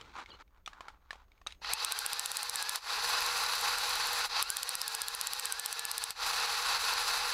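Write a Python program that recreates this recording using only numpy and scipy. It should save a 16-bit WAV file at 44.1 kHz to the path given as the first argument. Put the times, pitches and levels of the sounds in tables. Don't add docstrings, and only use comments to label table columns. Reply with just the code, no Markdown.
import sys
import numpy as np
from scipy import signal
from scipy.fft import rfft, irfft, next_fast_len
from scipy.io import wavfile
from scipy.ndimage import uniform_filter1d, map_coordinates

SR = 44100
rng = np.random.default_rng(int(sys.argv[2]) if len(sys.argv) > 2 else 0)


def magnitude_from_level(level_db):
    exponent = np.asarray(level_db, float) / 20
    return 10 ** exponent


def to_wav(sig):
    pcm = np.clip(np.atleast_2d(sig), -1, 1) * 32767
    pcm = np.round(pcm).astype(np.int16)
    wavfile.write(sys.argv[1], SR, pcm.T)


N = 323649
T = np.arange(N) / SR

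# [start t/s, stop t/s, hull rattle level/dB, speed at the first bite f/Hz, rise time t/s]
RUNS = [
    (1.611, 2.776, -37, 30, .13),
    (2.812, 4.256, -38.5, 81.97, 0.078),
    (4.285, 6.113, -39, 62.13, 0.045),
    (6.15, 7.4, -37.5, 104, 0.072),
]
# [t/s, peak level/dB]
HARD_SNAPS = [(1.7347, -10.5), (1.847, -13.5), (1.9216, -15), (1.9893, -17), (2.0623, -15), (2.1314, -17.5),
              (2.1948, -15.5), (2.2591, -15.5), (2.3163, -18), (2.3695, -15.5), (2.4304, -20), (2.496, -18),
              (2.5572, -16), (2.6255, -20.5), (2.6939, -16), (2.758, -17.5)]
HARD_SNAPS_AGAIN = [(4.4257, -12), (4.5023, -13.5), (4.5686, -16), (4.631, -17), (4.6916, -16.5),
                    (4.753, -18.5), (4.8156, -18), (4.8795, -17.5), (4.9495, -18), (5.0176, -16.5),
                    (5.0831, -17.5), (5.1491, -18.5), (5.2122, -17), (5.2708, -16.5), (5.3337, -18),
                    (5.3961, -18.5), (5.4554, -17), (5.5233, -15.5), (5.5962, -18), (5.66, -17),
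                    (5.7273, -17), (5.7938, -19.5), (5.852, -17), (5.914, -16.5), (5.9801, -16.5),
                    (6.039, -17), (6.106, -19.5)]


def unit(x):
    return x / np.sqrt(np.mean(x ** 2) + 1e-20)


def along(points, hz):
    f, db = np.transpose(points)
    return magnitude_from_level(np.interp(np.log(hz + 1), np.log(f), db, left=-120, right=-120))


def wobble(rate):
    return map_coordinates(rng.standard_normal(int(N * rate / SR) + 4), [T * rate])


def noise():
    return rng.standard_normal(N)


def filtered(x, response):
    m = next_fast_len(N + 8192)
    return irfft(rfft(x, m) * response(np.fft.rfftfreq(m, 1 / SR)), m)[:N]


def add(track, s, sound):
    part = track[round(s * SR):][:len(sound)]
    part += sound[:len(part)]


def decay(t, t60):
    return magnitude_from_level(-60 * t / t60)


def room():
    # [f/Hz, level/dB per Hz]
    room_tone = [(12, -41.5), (20, -3.5), (63, -7), (135, -28.5), (151, -34), (184, -18.5), (206, -31),
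                 (244, -36), (273, -28), (551, -32), (1110, -36.5), (2510, -45), (10800, -56),
                 (14700, -44.5), (16500, -56)]
    air = magnitude_from_level(-63 + 1.4 * wobble(3.075)) * unit(filtered(noise(), lambda f: along(room_tone, f)))
    mains = magnitude_from_level(-68.5 + 3.0 * wobble(6)) * np.sin(2 * np.pi * 59.75 * T)
    return air + mains


def arch(s, length):
    return np.sin(np.pi * np.clip((T - s) / length, 0, 1)) ** 2


def rubbing():
    # [start t/s, length t/s, panel level/dB, scuff level over it/dB]
    strokes = [(-.12, .31, -58, -2.5), (0.129, 0.12, -46, -7.5), (0.221, 0.19, -60, -4),
               (.385, 0.046, -52, -8), (0.502, 0.125, -71, -12.5), (0.661, 0.33, -57.5, -11.5),
               (0.941, 0.365, -73, -9), (1.079, 0.18, -61, -8.5), (1.276, 0.16, -76, -5),
               (1.462, 0.102, -73, 11.5)]
    # [start t/s, length t/s, level/dB]
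    palm_shifts = [
        (-.08, 0.27, -61.5),
        (0.258, 0.13, -60),
    ]
    # [f/Hz, level/dB per Hz]
    panel_tone = [(150, -46), (250, -8.5), (671, -10), (844, 2.5), (1400, 2), (2790, -24), (3000, -20),
                  (3900, -43), (6600, -120)]
    scuff_tone = [(1290, -22), (2200, -3), (2800, -10), (3950, -7.5), (5110, -16.5), (6400, -17.5),
                  (15000, -45.5)]
    palm_tone = [(30, -8), (70, -1), (200, -6), (550, -5), (900, -28)]
    edge_softness = 1.07
    grain = magnitude_from_level(3.0 * wobble(400) + 2.3 * wobble(49.8))
    panel = unit(filtered(noise() * grain, lambda f: along(panel_tone, f)))
    scuff = unit(filtered(noise() * grain, lambda f: along(scuff_tone, f)))
    palm = unit(filtered(noise() * grain, lambda f: along(palm_tone, f)))
    out = np.zeros(N)
    for s, length, db, scuff_db in strokes:
        press = magnitude_from_level(db) * arch(s, length) ** (edge_softness / 2)
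        out += press * (panel + magnitude_from_level(scuff_db) * scuff)
    for s, length, db in palm_shifts:
        out += magnitude_from_level(db) * arch(s, length) * palm
    return out


def clicks():
    # [t/s, peak level/dB, panel pitch f/Hz, crack level over the peak/dB]
    click_times = [(0.012, -40.5, 3130, -25), (0.187, -36.5, 1150, -28), (0.202, -41, 1510, -32),
                   (0.26, -44, 2190, -31), (0.478, -62, 2250, -30), (0.507, -66, 1150, -10),
                   (0.574, -59, 1520, -28), (0.661, -32.5, 3520, -16), (0.676, -30, 1239, -26),
                   (0.732, -41.5, 1670, -28), (0.807, -34, 1050, -32), (0.883, -32.5, 1350, -30),
                   (1.047, -71.5, 1106, -24), (1.107, -28.5, 1744, -33.5), (1.13, -35.5, 1080, -26),
                   (1.156, -47, 830, -27), (1.22, -64, 824, -18), (1.282, -63, 1120, -10),
                   (1.318, -54, 2250, -28), (1.378, -58, 2270, -15), (1.415, -48.5, 1105, -20),
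                   (1.465, -35.5, 1240, -21), (1.47, -24.5, 3800, -21), (1.523, -39.5, 3910, -15),
                   (1.618, -45, 895, -20), (1.646, -29.5, 1930, -25)]
    # [pitch ratio, level/dB]
    panel_modes = [(1, 0), (1.65, -10), (.68, -7), (2.3, -13)]
    out, t = np.zeros(N), np.arange(SR // 6) / SR
    shell_band = signal.butter(2, [750, 4500], 'band', fs=SR)
    for s, db, hz, crack_db in click_times:
        t60 = .024 * (1000 / hz) ** .4
        ring = np.zeros(len(t))
        for ratio, mode_db in panel_modes:
            ring += magnitude_from_level(mode_db + rng.normal(0, 2.0)) * np.sin(2 * np.pi * ratio * hz * t)
        ring *= magnitude_from_level(-.8) * decay(t, t60)
        shell_noise, crack_noise = rng.standard_normal((2, len(t)))
        shell = signal.lfilter(*shell_band, shell_noise)
        body = shell * (0.64 * decay(t, 0.015) + 0.13 * decay(t, 0.15))
        crack = magnitude_from_level(crack_db) * np.diff(crack_noise, prepend=0) * decay(t, 0.0041)
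        onset = 1 - np.exp(-t / 0.0002)
        add(out, s, magnitude_from_level(db + 0.5) * (ring + body + 0.26 * crack) * onset)
    return out


def squeak():
    # [t/s, level/dB, f/Hz]
    slips = [
        (.303, -46, 3230),
        (.316, -44.5, 2930),
        (.328, -52, 2944),
        (.342, -50.5, 3050),
        (.349, -53, 2930),
    ]
    out, t = np.zeros(N), np.arange(SR // 6) / SR
    for s, db, hz in slips:
        pair = np.sin(2 * np.pi * hz * t) + 0.86 * np.sin(2 * np.pi * 1.411 * hz * t)
        add(out, s, magnitude_from_level(db) * decay(t, 0.044) * (1 - np.exp(-t / 0.00125)) * pair)
    return out


def run_now():
    return np.clip(np.searchsorted([run[0] for run in RUNS], T) - 1, 0, None)


def speed():
    # [t/s, f/Hz]
    load_curves = [
        [(1.918, 151), (2.028, 143.4), (2.242, 162.5), (2.35, 173), (2.43, 157.4), (2.53, 166.7),
         (2.608, 147.3), (2.78, 160)],
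        [(3.006, 156.4), (3.104, 163), (3.704, 162.2), (3.846, 170.4), (3.882, 159.7), (4.218, 162.1),
         (4.27, 144.4)],
        [(4.616, 174), (4.798, 173.5), (4.894, 150.7), (5.1, 152), (5.206, 170.7), (5.418, 168.8),
         (5.52, 140.1), (5.604, 156.5), (6.108, 156.4)],
        [(6.35, 160.1), (6.482, 150.3), (6.624, 165.1), (7.152, 157.5), (7.222, 167), (7.33, 154)],
    ]
    climb_hz_per_s = 350
    speeds = []
    for (start, _, _, first_hz, _), curve in zip(RUNS, load_curves):
        s, load_hz = np.transpose(curve)
        speeds.append(np.clip(first_hz + climb_hz_per_s * (T - start), 0, np.interp(T, s, load_hz)))
    return np.choose(run_now(), speeds)


def slowness():
    return np.clip(1 - speed() / 155, 0, 1)


def modes(f):
    # [f/Hz, width f/Hz, level/dB]
    hull_modes = [(455, 37, -10), (830, 46, -0.5), (1066, 157, -2), (1396, 136, -2.5), (1564, 530, -7.5),
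                  (2595, 160, -3), (3998, 315, -3), (4440, 55, 1), (4900, 220, -3), (6021, 646, -3),
                  (7435, 590, -4), (10227, 790, 0), (12170, 610, -0.5)]
    power = sum(magnitude_from_level(db) ** 2 / (1 + (2 * (f - hz) / w) ** 2) for hz, w, db in hull_modes)
    return np.sqrt(0.075 + power)


def above(f, hz):
    return 1 / (1 + (hz / (f + 1)) ** 8)


def gears():
    # [f/Hz, level/dB per Hz]
    teeth_tone = [(88, -48), (150, -29.5), (329, -26), (488, -7.5), (583, -14.5), (830, -5), (3160, -6),
                  (4420, -6.5), (12500, -27), (15600, -30), (16500, -66.5)]
    # [t/s, depth level/dB, width t/s]
    snags = [
        (2.27, 3.5, 0.093),
        (3.8, 2.5, 0.023),
        (6.8, 2.5, 0.025),
    ]
    rattle, way = np.zeros(N), run_now() % 2
    for start, stop, db, _, rise in RUNS:
        after = np.clip(T - stop, 0, None)
        fall_db = np.maximum(-606 * after, -15.5 - 44.5 * after)
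        rattle += magnitude_from_level(db + fall_db) * (1 - np.exp(-np.clip(T - start, 0, None) / rise))
    buzz_db = np.choose(way, (2.5, 1.03))
    hiss_db = np.choose(way, (-5, -6.5)) - np.choose(way, (14, 6)) * slowness()
    snag_db = sum(db * np.exp(-((T - s) / width) ** 2) for s, db, width in snags)
    strikes = noise() * magnitude_from_level(1.34 * wobble(900) + 1.04 * wobble(90) + 1.08 * wobble(20))
    hull = filtered(strikes, lambda f: along(teeth_tone, f) * modes(f))
    low = unit(filtered(hull, lambda f: 1 - above(f, 2889)))
    buzz = unit(filtered(hull, lambda f: above(f, 3330) - above(f, 5790)))
    hiss = unit(filtered(hull, lambda f: above(f, 7000)))
    parts = magnitude_from_level(1.54) * low
    parts += magnitude_from_level(buzz_db + 0.47 * wobble(25)) * buzz
    parts += magnitude_from_level(hiss_db + 1.47 * wobble(25)) * hiss
    return rattle * magnitude_from_level(-snag_db) * parts


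def shafts():
    # [multiple of the tooth rate, level/dB]
    mesh_tones = [(1, 0), (2, -7), (3, -3), (4, -7), (5, -5), (6, -6), (7, -9)]
    pinion_teeth, poles = 11, 3
    speed_hz, slow, way = speed(), slowness(), run_now() % 2
    on = np.zeros(N)
    for start, stop, *_ in RUNS:
        on += np.clip(np.minimum((T - start) / .1, (stop - T) / 0.014), 0, 1)
    unsteady = 1 + (.003 + .025 * slow) * wobble(60) + .008 * wobble(13)
    turn = 2 * np.pi * np.cumsum(speed_hz * unsteady) / SR
    whine_db = np.choose(way, (-49.5, -54)) + 7 * slow - .24 * np.clip(speed_hz - 146, 0, None)
    teeth = sum(magnitude_from_level(db + 2.8 * wobble(30)) * np.sin(k * pinion_teeth * turn) for k, db in mesh_tones)

    def through_hull(f):
        return np.sqrt(modes(f)) / (1 + (f / 5400) ** 12 + (760 / (f + 1)) ** 8)

    whine = filtered(on * magnitude_from_level(whine_db + 2.3 * wobble(40)) * teeth, through_hull)
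    hum = magnitude_from_level(np.choose(way, (-66, -60)) + 2.2 * wobble(30)) * np.sin(poles * turn)
    hum += magnitude_from_level(np.choose(way, (-81, -72.5)) + 1.1 * wobble(20)) * np.sin(turn)
    return np.sqrt(2) * (whine + on * magnitude_from_level(-50 * slow) * hum)


def snaps(rows, colour, length, boost_db, knock_db):
    # [f/Hz, level/dB]
    knock_tone = [(900, -13.5), (2500, -20), (3500, -5), (5000, 9), (6500, 1)]
    thud_hz, thud_db = 450, -24
    bright, dull, thud = np.zeros((3, N))
    t = np.arange(SR // 50) / SR
    u = t / length
    swell = u * np.exp(1 - u) + 0.067 * decay(t, 0.063)
    jump = thud_hz * t * np.exp(-2 * np.pi * thud_hz * t)
    for s, db in rows:
        burst_signs, knock_signs = np.sign(rng.standard_normal((2, len(t))))
        knock_gain = magnitude_from_level(db + knock_db + 3 + 1.5 * rng.standard_normal())
        thud_gain = magnitude_from_level(db + thud_db + 3.5 * rng.standard_normal())
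        add(bright, s, magnitude_from_level(db + boost_db) * swell * burst_signs)
        add(dull, s + .0006, knock_gain * decay(t, .0028) * knock_signs)
        add(thud, s + 0.00078, thud_gain * jump)
    burst = filtered(bright, lambda f: magnitude_from_level(-3.0) * along(colour, f))
    knock = filtered(dull, lambda f: magnitude_from_level(4) * along(knock_tone, f))
    return burst + knock + thud


def hard_snaps():
    # [f/Hz, level/dB]
    hard_tone = [(60, -17.5), (400, -27.5), (1500, -24.5), (3500, -5.5), (6000, -14.5), (8000, -1.5),
                 (11500, -6.5), (14000, -11), (17000, -38)]
    return snaps(HARD_SNAPS + HARD_SNAPS_AGAIN, hard_tone, 0.00053, boost_db=4.5, knock_db=-11.5)


def gain_control(depth_db, release_db):
    need = np.zeros(N)
    need[[round((s + .002) * SR) for s, _ in HARD_SNAPS + HARD_SNAPS_AGAIN]] = depth_db
    duck_db = np.maximum.accumulate(need + release_db * T) - release_db * T
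    return magnitude_from_level(-uniform_filter1d(duck_db, size=60))


def soft_snaps():
    # [t/s, peak level/dB]
    first_reverse = [(2.9596, -34), (3.0284, -34), (3.0925, -22.5), (3.1487, -35), (3.206, -21),
                     (3.2634, -19), (3.3195, -31), (3.3778, -19.5), (3.438, -23), (3.5537, -22),
                     (3.6114, -20), (3.669, -33.5), (3.725, -27), (3.784, -19), (3.8373, -27.5),
                     (3.894, -20.5), (3.9546, -21), (4.0127, -34), (4.0706, -20.5), (4.131, -19),
                     (4.1878, -36.5), (4.259, -24)]
    second_reverse = [(6.2665, -26.5), (6.3446, -39.5), (6.401, -23), (6.4596, -25), (6.5836, -31),
                      (6.6436, -36.5), (6.7589, -32.5), (6.819, -24), (6.9369, -23), (6.9982, -25.5),
                      (7.0715, -30.5), (7.1782, -24), (7.2421, -34), (7.294, -32)]
    # [f/Hz, level/dB]
    soft_tone = [(3000, -30), (7000, -5.5), (9500, -5), (11000, -14), (12300, 0), (14000, -16.5),
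                 (17000, -41)]
    return snaps(first_reverse + second_reverse, soft_tone, 0.00051, boost_db=1.5, knock_db=-12)


def scene():
    hands = rubbing() + clicks() + squeak()
    steady = (room() + gears()) * gain_control(depth_db=11, release_db=81)
    mono = steady + hands + shafts() + hard_snaps() + soft_snaps()
    return np.array([mono, mono])


def top_cut(x):
    return signal.sosfilt(signal.butter(12, 17150, fs=SR, output="sos"), x)


def record(dry):
    mix = .2 * np.tanh(dry / .2)
    return top_cut(mix)


dry = scene()
out = record(dry)
to_wav(out)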